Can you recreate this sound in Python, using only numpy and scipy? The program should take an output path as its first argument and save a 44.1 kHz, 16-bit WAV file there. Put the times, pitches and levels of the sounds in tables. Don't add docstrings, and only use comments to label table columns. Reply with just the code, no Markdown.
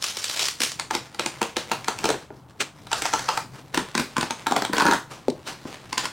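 import sys
import numpy as np
from scipy import signal
from scipy.fft import rfft, irfft, next_fast_len
from scipy.io import wavfile
from scipy.ndimage import uniform_filter1d, minimum_filter1d, map_coordinates

SR = 44100
rng = np.random.default_rng(int(sys.argv[2]) if len(sys.argv) > 2 else 0)


def unload_audio(sound):
    columns = np.transpose(np.atleast_2d(sound))
    steps = np.round(np.clip(columns, -1, 1) * 32767)
    wavfile.write(sys.argv[1], SR, steps.astype(np.int16))


N = 269892
TIME = np.arange(N) / SR
HIT_TIME = np.arange(SR // 5) / SR

# frequency in Hz, gain in dB.
ROOM_TONE_EQ = [(25, -45), (60, 2.5), (130, 5), (400, -10), (1000, -5), (3000, -32), (16000, -56)]
HANDS_EQ = [(40, -20.5), (90, -15), (130, 4), (180, -8), (330, -9), (900, -37), (3000, -41.5)]
FILM_EQ = [(59, -46), (229, -13.5), (524, -8.5), (1150, -6), (3800, -1.5), (5400, -0.5), (8500, -9),
           (13500, -21), (16000, -22)]
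SOFT_TOUCH_EQ = [(500, 3.5), (1500, 1.5), (6000, -16), (16000, -40)]
CRACK_EQ = [(200, -12), (1000, -15), (1700, -12), (2400, -1), (4000, 5), (6000, 0.5), (8800, -3.5),
            (10800, -18), (16000, -22)]
FIBRE_EQ = [(80, -4), (300, 7.5), (900, 7.5), (5000, -2), (8500, -8.5), (10800, -16), (16000, -22)]
CORNER_EQ = [(100, -29), (300, 6.5), (700, -2), (2300, 2.5), (8800, -8.5), (11000, -26), (16000, -24)]
PLIES_EQ = [(200, -5.5), (1500, 3.5), (3000, -8), (5300, -1), (9000, -12.5), (11000, -19), (16000, -27)]
REVERB_EQ = [(60, -14.5), (200, -6.5), (900, -7.5), (3000, -5), (12000, -5.5)]
STEREO_SIDE_EQ = [(40, -26), (200, -16), (1200, -29), (3600, -47), (5800, -21.5), (8200, -2), (10000, 1),
                  (14000, -15)]

# start and end in seconds, crinkle level in dB.
WRAP_TUGS = [(0.038, 0.05, -25.5), (0.1, 0.14, -38), (0.18, 0.47, -32), (0.393, 0.413, -26),
             (0.622, 0.648, -24.5)]
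# time in seconds, level in dB.
WRAP_POPS = [(0.0246, -12), (0.041, -8), (0.0981, -19), (0.1698, -12.5), (0.2426, -9), (0.297, -11),
             (0.461, -25), (0.484, -8.5), (0.604, -8), (0.618, -3.5), (0.6345, -3), (0.718, -16)]
# time in seconds, level in dB.
FINGER_BUMPS = [(0.172, -34), (0.604, -24), (2.143, -20.5), (2.3049, -29), (4.696, -18.5), (5.654, -22.5)]
# time in seconds, crack, hollow and wall levels in dB.
CARD_SNAPS = [(0.797, -16.5, -40, -19.5), (0.909, -19, -25, -12), (0.9502, -13.5, -17.5, -17),
              (1.146, -31, -40, -32), (1.1951, -13.5, -18, -15.5), (1.2609, -14, -20, -18.5),
              (1.4162, -16.5, -12, -10), (1.4287, -18.5, -25, -20), (1.5672, -12, -14, -17.5),
              (1.7161, -14, -15, -9), (1.8445, -26.5, -38, -37), (1.8826, -13, -18, -9.5),
              (1.9883, -22, -45, -31), (2.042, -14.5, -12, -12), (2.055, -15, -15, -12),
              (2.0899, -17, -10, -13.5), (2.1027, -16, -10.5, -17), (2.87, -34.5, -42, -32),
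              (2.916, -23, -40, -16.5), (2.9298, -13, -24, -12.5), (3.021, -16, -24.5, -20),
              (3.055, -18, -39, -11.5), (3.0629, -21.5, -38, -22), (3.1364, -11, -15.5, -6),
              (3.1928, -22.5, -34, -22), (3.288, -13, -18.5, -5.5), (3.375, -16, -25, -11),
              (3.745, -18.5, -21, -15.5), (3.775, -12.5, -8, -9), (3.9515, -15.5, -14, -14),
              (3.9782, -14.5, -16.5, -17), (3.997, -16, -9, -15.5), (4.167, -20.5, -20, -11),
              (4.1814, -21, -12, -16), (4.2105, -16.5, -37, -20), (4.2291, -18.5, -16, -12),
              (4.3073, -17, -21.5, -15), (4.468, -16.5, -18, -7.5), (4.5114, -25, -14.5, -18),
              (4.5214, -19, -13, -7), (4.5639, -12, -14.5, -5), (4.622, -20.5, -16, -13.5),
              (4.65, -17.5, -37, -16), (4.7331, -17.5, -11, -8.5), (4.767, -19.5, -17.5, -21),
              (4.782, -14.5, -14.5, -10), (4.799, -17, -19, -13), (4.807, -18, -26, -2.5),
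              (4.821, -17, -11.5, -9), (4.854, -19, -6, -3.5), (4.866, -12.5, -8, -3.5),
              (4.885, -26, -7, -8), (4.912, -13.5, -14, -6), (4.923, -20, -15, -7),
              (4.935, -15, -15.5, -5.5), (5.9286, -19, -27, -18), (5.9785, -10.5, -26, -11.5),
              (6.055, -18, -43, -16.5)]
# peak time in seconds, level in dB, decay in seconds.
CARD_RIPS = [(0.942, -27, 0.005), (3.753, -31, 0.012), (5.114, -38.5, 0.053), (5.476, -29, 0.035),
             (5.677, -40.5, 0.027), (6.044, -29, 0.0083)]
# start and end in seconds, crackle level in dB.
CARD_PULLS = [(1.2, 2.1, -48), (3.55, 4.95, -54.5), (5.5, 6.1, -57)]

# time in seconds, hollow and wall pitch in Hz.
BOX_PITCHES = [(2.055, 343, 890), (2.091, 446, 943), (3.38, 487, 886), (3.76, 256, 988), (4.2, 245, 1020),
               (4.3, 244, 893), (4.47, 250, 900), (4.548, 298, 760), (4.73, 317, 995), (4.9, 287, 936),
               (5.7, 247, 1022)]
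# multiple of the main pitch, level in dB, t60 in seconds.
HOLLOW_MODES = [(0.66, -7, 0.061), (1, -0.5, 0.059), (1.38, -6, 0.062), (1.85, -9, 0.03)]
WALL_MODES = [(0.85, -7.5, 0.042), (1, 0, 0.042), (1.12, -7.5, 0.028), (1.38, -7, 0.025),
              (1.52, -3.5, 0.039), (1.78, -2.5, 0.017)]
# frequency in Hz, level in dB, t60 in seconds.
STRIP_MODES = [(1670, -4.9, 0.014), (2340, 2.5, 0.016), (3290, -0.5, 0.016)]
LID_MODES = [(248, -4.5, 0.057), (404, -0.5, 0.038), (490, 2, 0.026), (617, -5, 0.022), (878, -2, 0.021)]
# frequency in Hz, t60 in seconds.
ROOM_DECAY = [(1000, 0.26), (7000, 0.28)]
# frequency in Hz, left minus right in dB.
LEFT_LEAN = [(600, 2), (1200, -0.3), (8000, 0.6)]


def amp(db):
    return 10 ** (np.asarray(db) / 20)


def unit(x):
    return x / np.sqrt(np.mean(x ** 2) + 1e-20)


def burst(x):
    return x * np.sqrt(SR / 1000 / np.sum(x ** 2))


def along(points, hz):
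    freqs, values = np.transpose(points)
    return np.interp(np.log(hz + 1), np.log(freqs + 1), values)


def add(track, s, sound):
    part = track[max(round(s * SR), 0):][:len(sound)]
    part += sound[:len(part)]


def colour(x, eq):
    size = 2 * next_fast_len(len(x) // 2 + 2048)
    gain = amp(along(eq, np.fft.rfftfreq(size, 1 / SR)))
    cepstrum = irfft(np.log(gain))
    cepstrum[1:size // 2] *= 2
    cepstrum[size // 2 + 1:] = 0
    return irfft(rfft(x, size) * np.exp(rfft(cepstrum)), size)[:len(x)]


def wobble(rate):
    return map_coordinates(rng.standard_normal(2048), [TIME * rate], mode="mirror")


def strokes(rows, attack, release):
    envelope = np.zeros(N)
    for start, end, db in rows:
        fade = np.maximum((start - TIME) / attack, (TIME - end) / release)
        envelope += amp(db) * np.exp(-np.maximum(0, fade))
    return envelope


def grains(eq, rate, spread_db):
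    sizes = amp(spread_db * np.clip(rng.standard_normal(N), -2, 2)) * rng.choice([-1, 1], N)
    return unit(colour(sizes * (rng.random(N) < rate / SR), eq))


def background(room_db=-53, hands_db=-51, lift_s=0.76, resting_db=-9):
    room_tone = unit(colour(rng.standard_normal(N), ROOM_TONE_EQ))
    shuffle = unit(colour(rng.standard_normal(N), HANDS_EQ))
    fidget = amp(3 * wobble(11))
    held = amp(np.interp(TIME, [lift_s / 2, lift_s], [resting_db, 0]))
    return amp(room_db) * room_tone + amp(hands_db) * held * fidget * shuffle


def crack(eq, t60, ragged_db):
    surges = map_coordinates(rng.standard_normal(len(HIT_TIME) // 8), [HIT_TIME * 1500], order=1)
    envelope = amp(ragged_db * surges - 60 * HIT_TIME / t60)
    return burst(colour(rng.standard_normal(len(HIT_TIME)) * envelope, eq))


def plastic_wrap(crinkle_db=-2, pop_db=-6):
    tugs = strokes(WRAP_TUGS, attack=0.014, release=0.033)
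    crinkle = amp(2.6 * wobble(200)) * grains(FILM_EQ, rate=3000, spread_db=5.5)
    out = tugs * amp(crinkle_db) * crinkle
    for s, db in WRAP_POPS:
        add(out, s, amp(db + pop_db) * crack(FILM_EQ, t60=0.023, ragged_db=0.5))
    return out


def flex(x, depth_db):
    frames = signal.stft(x, nperseg=256)[2]
    drift = uniform_filter1d(rng.standard_normal(frames.shape), size=6, axis=0)
    drift = uniform_filter1d(drift, size=14, axis=1)
    gain = amp(depth_db * unit(drift))
    gain /= np.sqrt(np.mean(gain ** 2, axis=0))
    return signal.istft(frames * gain, nperseg=256)[1][:N]


def ring(modes, base_hz=1, detune=0.02, scatter_db=4.0):
    ratio, db, t60 = np.transpose(modes)[:, :, None]
    hz = base_hz * ratio
    shift, strength = rng.standard_normal((2, len(modes), 1))
    sign = rng.choice([-1, 1], (len(modes), 1))
    waves = sign * np.sin(2 * np.pi * hz * np.exp(detune * shift) * HIT_TIME)
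    envelopes = amp(db + scatter_db * strength - 60 * HIT_TIME / t60)
    motion = np.sum(waves / hz * envelopes, axis=0)
    return burst(np.diff(motion, prepend=0))


def box(s, hollow_db, wall_db):
    times, hollow_hz, wall_hz = np.transpose(BOX_PITCHES)
    hollow = ring(HOLLOW_MODES, np.interp(s, times, hollow_hz), detune=0.035, scatter_db=3)
    walls = ring(WALL_MODES, np.interp(s, times, wall_hz), detune=0.02, scatter_db=3)
    return amp(hollow_db) * hollow + amp(wall_db) * walls


def finger_bumps():
    out = np.zeros(N)
    for s, db in FINGER_BUMPS:
        add(out, s, box(s, hollow_db=db, wall_db=db - 10))
    return colour(out, SOFT_TOUCH_EQ)


def bridge_snaps(crack_db=-2, strip_db=-6, slip_db=-16, slip_lead_s=0.0062, edge_db=-6, edge_lag_s=0.0035):
    cracks, ringing = np.zeros((2, N))
    for s, db, hollow_db, wall_db in CARD_SNAPS:
        early, late = rng.uniform(0.55, 1, 2)
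        slip = box(s, hollow_db + slip_db, wall_db) + amp(db) * ring(STRIP_MODES)
        add(ringing, s - slip_lead_s * early, amp(slip_db) * slip)
        add(ringing, s, box(s, hollow_db, wall_db))
        for at, level in [(s, db), (s + edge_lag_s * late, db + edge_db)]:
            add(cracks, at, amp(level + crack_db) * crack(CRACK_EQ, t60=0.011, ragged_db=2))
            add(ringing, at, amp(level + strip_db) * ring(STRIP_MODES, detune=0.14))
    return cracks, ringing


def fibres(idle_db=-58, rip_rise_s=0.009, strain_s=0.004, fray_s=0.024, fray_db=-20):
    swarms = sum(strokes([(s, s, db)], rip_rise_s, decay) for s, db, decay in CARD_RIPS)
    lead = HIT_TIME[-1] / 2
    strain_and_fray = np.exp(-np.maximum((lead - HIT_TIME) / strain_s, (HIT_TIME - lead) / fray_s))
    for s, db, *_ in CARD_SNAPS:
        add(swarms, s - lead, amp(db + fray_db) * strain_and_fray)
    pull = amp(idle_db) + strokes(CARD_PULLS, attack=0.037, release=0.035)
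    pull *= amp(4.7 * wobble(30))
    sparse = grains(FIBRE_EQ, rate=900, spread_db=5)
    dense = grains(FIBRE_EQ, rate=3700, spread_db=-1.0)
    return swarms * dense + pull * sparse


def corner_rip(start=2.606, end=2.6166, db=-21):
    crunch = grains(CORNER_EQ, rate=6000, spread_db=3.5)
    return strokes([(start, end, db)], attack=0.0035, release=0.011) * crunch


def ply_peel(start=2.93, end=3.38, db=-38):
    fizz = amp(3 * wobble(55)) * grains(PLIES_EQ, rate=5000, spread_db=4)
    return strokes([(start, end, db)], attack=0.017, release=0.022) * fizz


def lid_knock(s=5.2826, db=-2, tick_db=-23, settle_s=0.018, settle_db=-26):
    out = np.zeros(N)
    knock = ring(LID_MODES, detune=0.022, scatter_db=1.5)
    add(out, s, amp(db) * colour(knock, SOFT_TOUCH_EQ))
    for at, level in [(s, tick_db), (s + settle_s, settle_db)]:
        add(out, at, amp(level) * crack(CRACK_EQ, t60=0.02, ragged_db=1))
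    return out


def diffuse(x, size, decay=None):
    hz, t, frames = signal.stft(x, SR, nperseg=size)
    power = abs(frames) ** 2
    if decay:
        fade = amp(-120 * t[:SR // size] / along(decay, hz)[:, None])
        fade[:, :3] = 0
        fade /= fade.sum(axis=1, keepdims=True)
        power = abs(signal.fftconvolve(power, fade, axes=1))[:, :len(t)]
    noise = signal.stft(rng.standard_normal(N), nperseg=size)[2]
    return signal.istft(np.sqrt(power) * noise / noise.std(), nperseg=size)[1][:N]


def room(x, tail_count=16, wash_share=0.7):
    reflections = np.zeros(N)
    for piece in np.array_split(np.arange(N), tail_count):
        hz, t, noise = signal.stft(rng.standard_normal(SR // 2), SR, nperseg=256)
        fade = amp(-60 * t / along(ROOM_DECAY, hz)[:, None])
        tail = signal.istft(noise * fade, SR, nperseg=256)[1]
        tail[:SR // 140] = 0
        add(reflections, piece[0] / SR, signal.fftconvolve(x[piece], tail / np.linalg.norm(tail)))
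    wash = diffuse(x, size=256, decay=ROOM_DECAY)
    return colour(np.sqrt(1 - wash_share) * reflections + np.sqrt(wash_share) * wash, REVERB_EQ)


def stereo_image(x):
    side = colour(diffuse(x, size=128), STEREO_SIDE_EQ)
    left = colour(x + side, [(hz, db / 2) for hz, db in LEFT_LEAN])
    right = colour(x - side, [(hz, -db / 2) for hz, db in LEFT_LEAN])
    return np.array([left, right])


def scene(dry_send_db=-7):
    low_cut = signal.butter(1, 110, "high", fs=SR)
    cracks, ringing = bridge_snaps()
    sheets = flex(plastic_wrap() + cracks + fibres() + ply_peel(), depth_db=1.6)
    direct = sheets + signal.lfilter(*low_cut, ringing + finger_bumps())
    drier = corner_rip() + signal.lfilter(*low_cut, lid_knock())
    reverb = room(direct + amp(dry_send_db) * drier)
    return stereo_image(direct + drier + reverb + background())


def record(dry, ceiling_db=-7.0, hold_s=0.0025, top_hz=16100):
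    needed = np.minimum(1, amp(ceiling_db) / (abs(dry).max(axis=0) + 1e-9))
    span = 2 * max(int(hold_s * SR / 2), 1) + 1
    held = minimum_filter1d(needed, span, origin=span // 3)
    gain = uniform_filter1d(held, span // 3)
    size = next_fast_len(N + SR // 2)
    passband = np.fft.rfftfreq(size, 1 / SR) < top_hz
    return irfft(rfft(dry * gain, size) * passband, size)[:, :N]


dry = scene()
out = record(dry)
unload_audio(out)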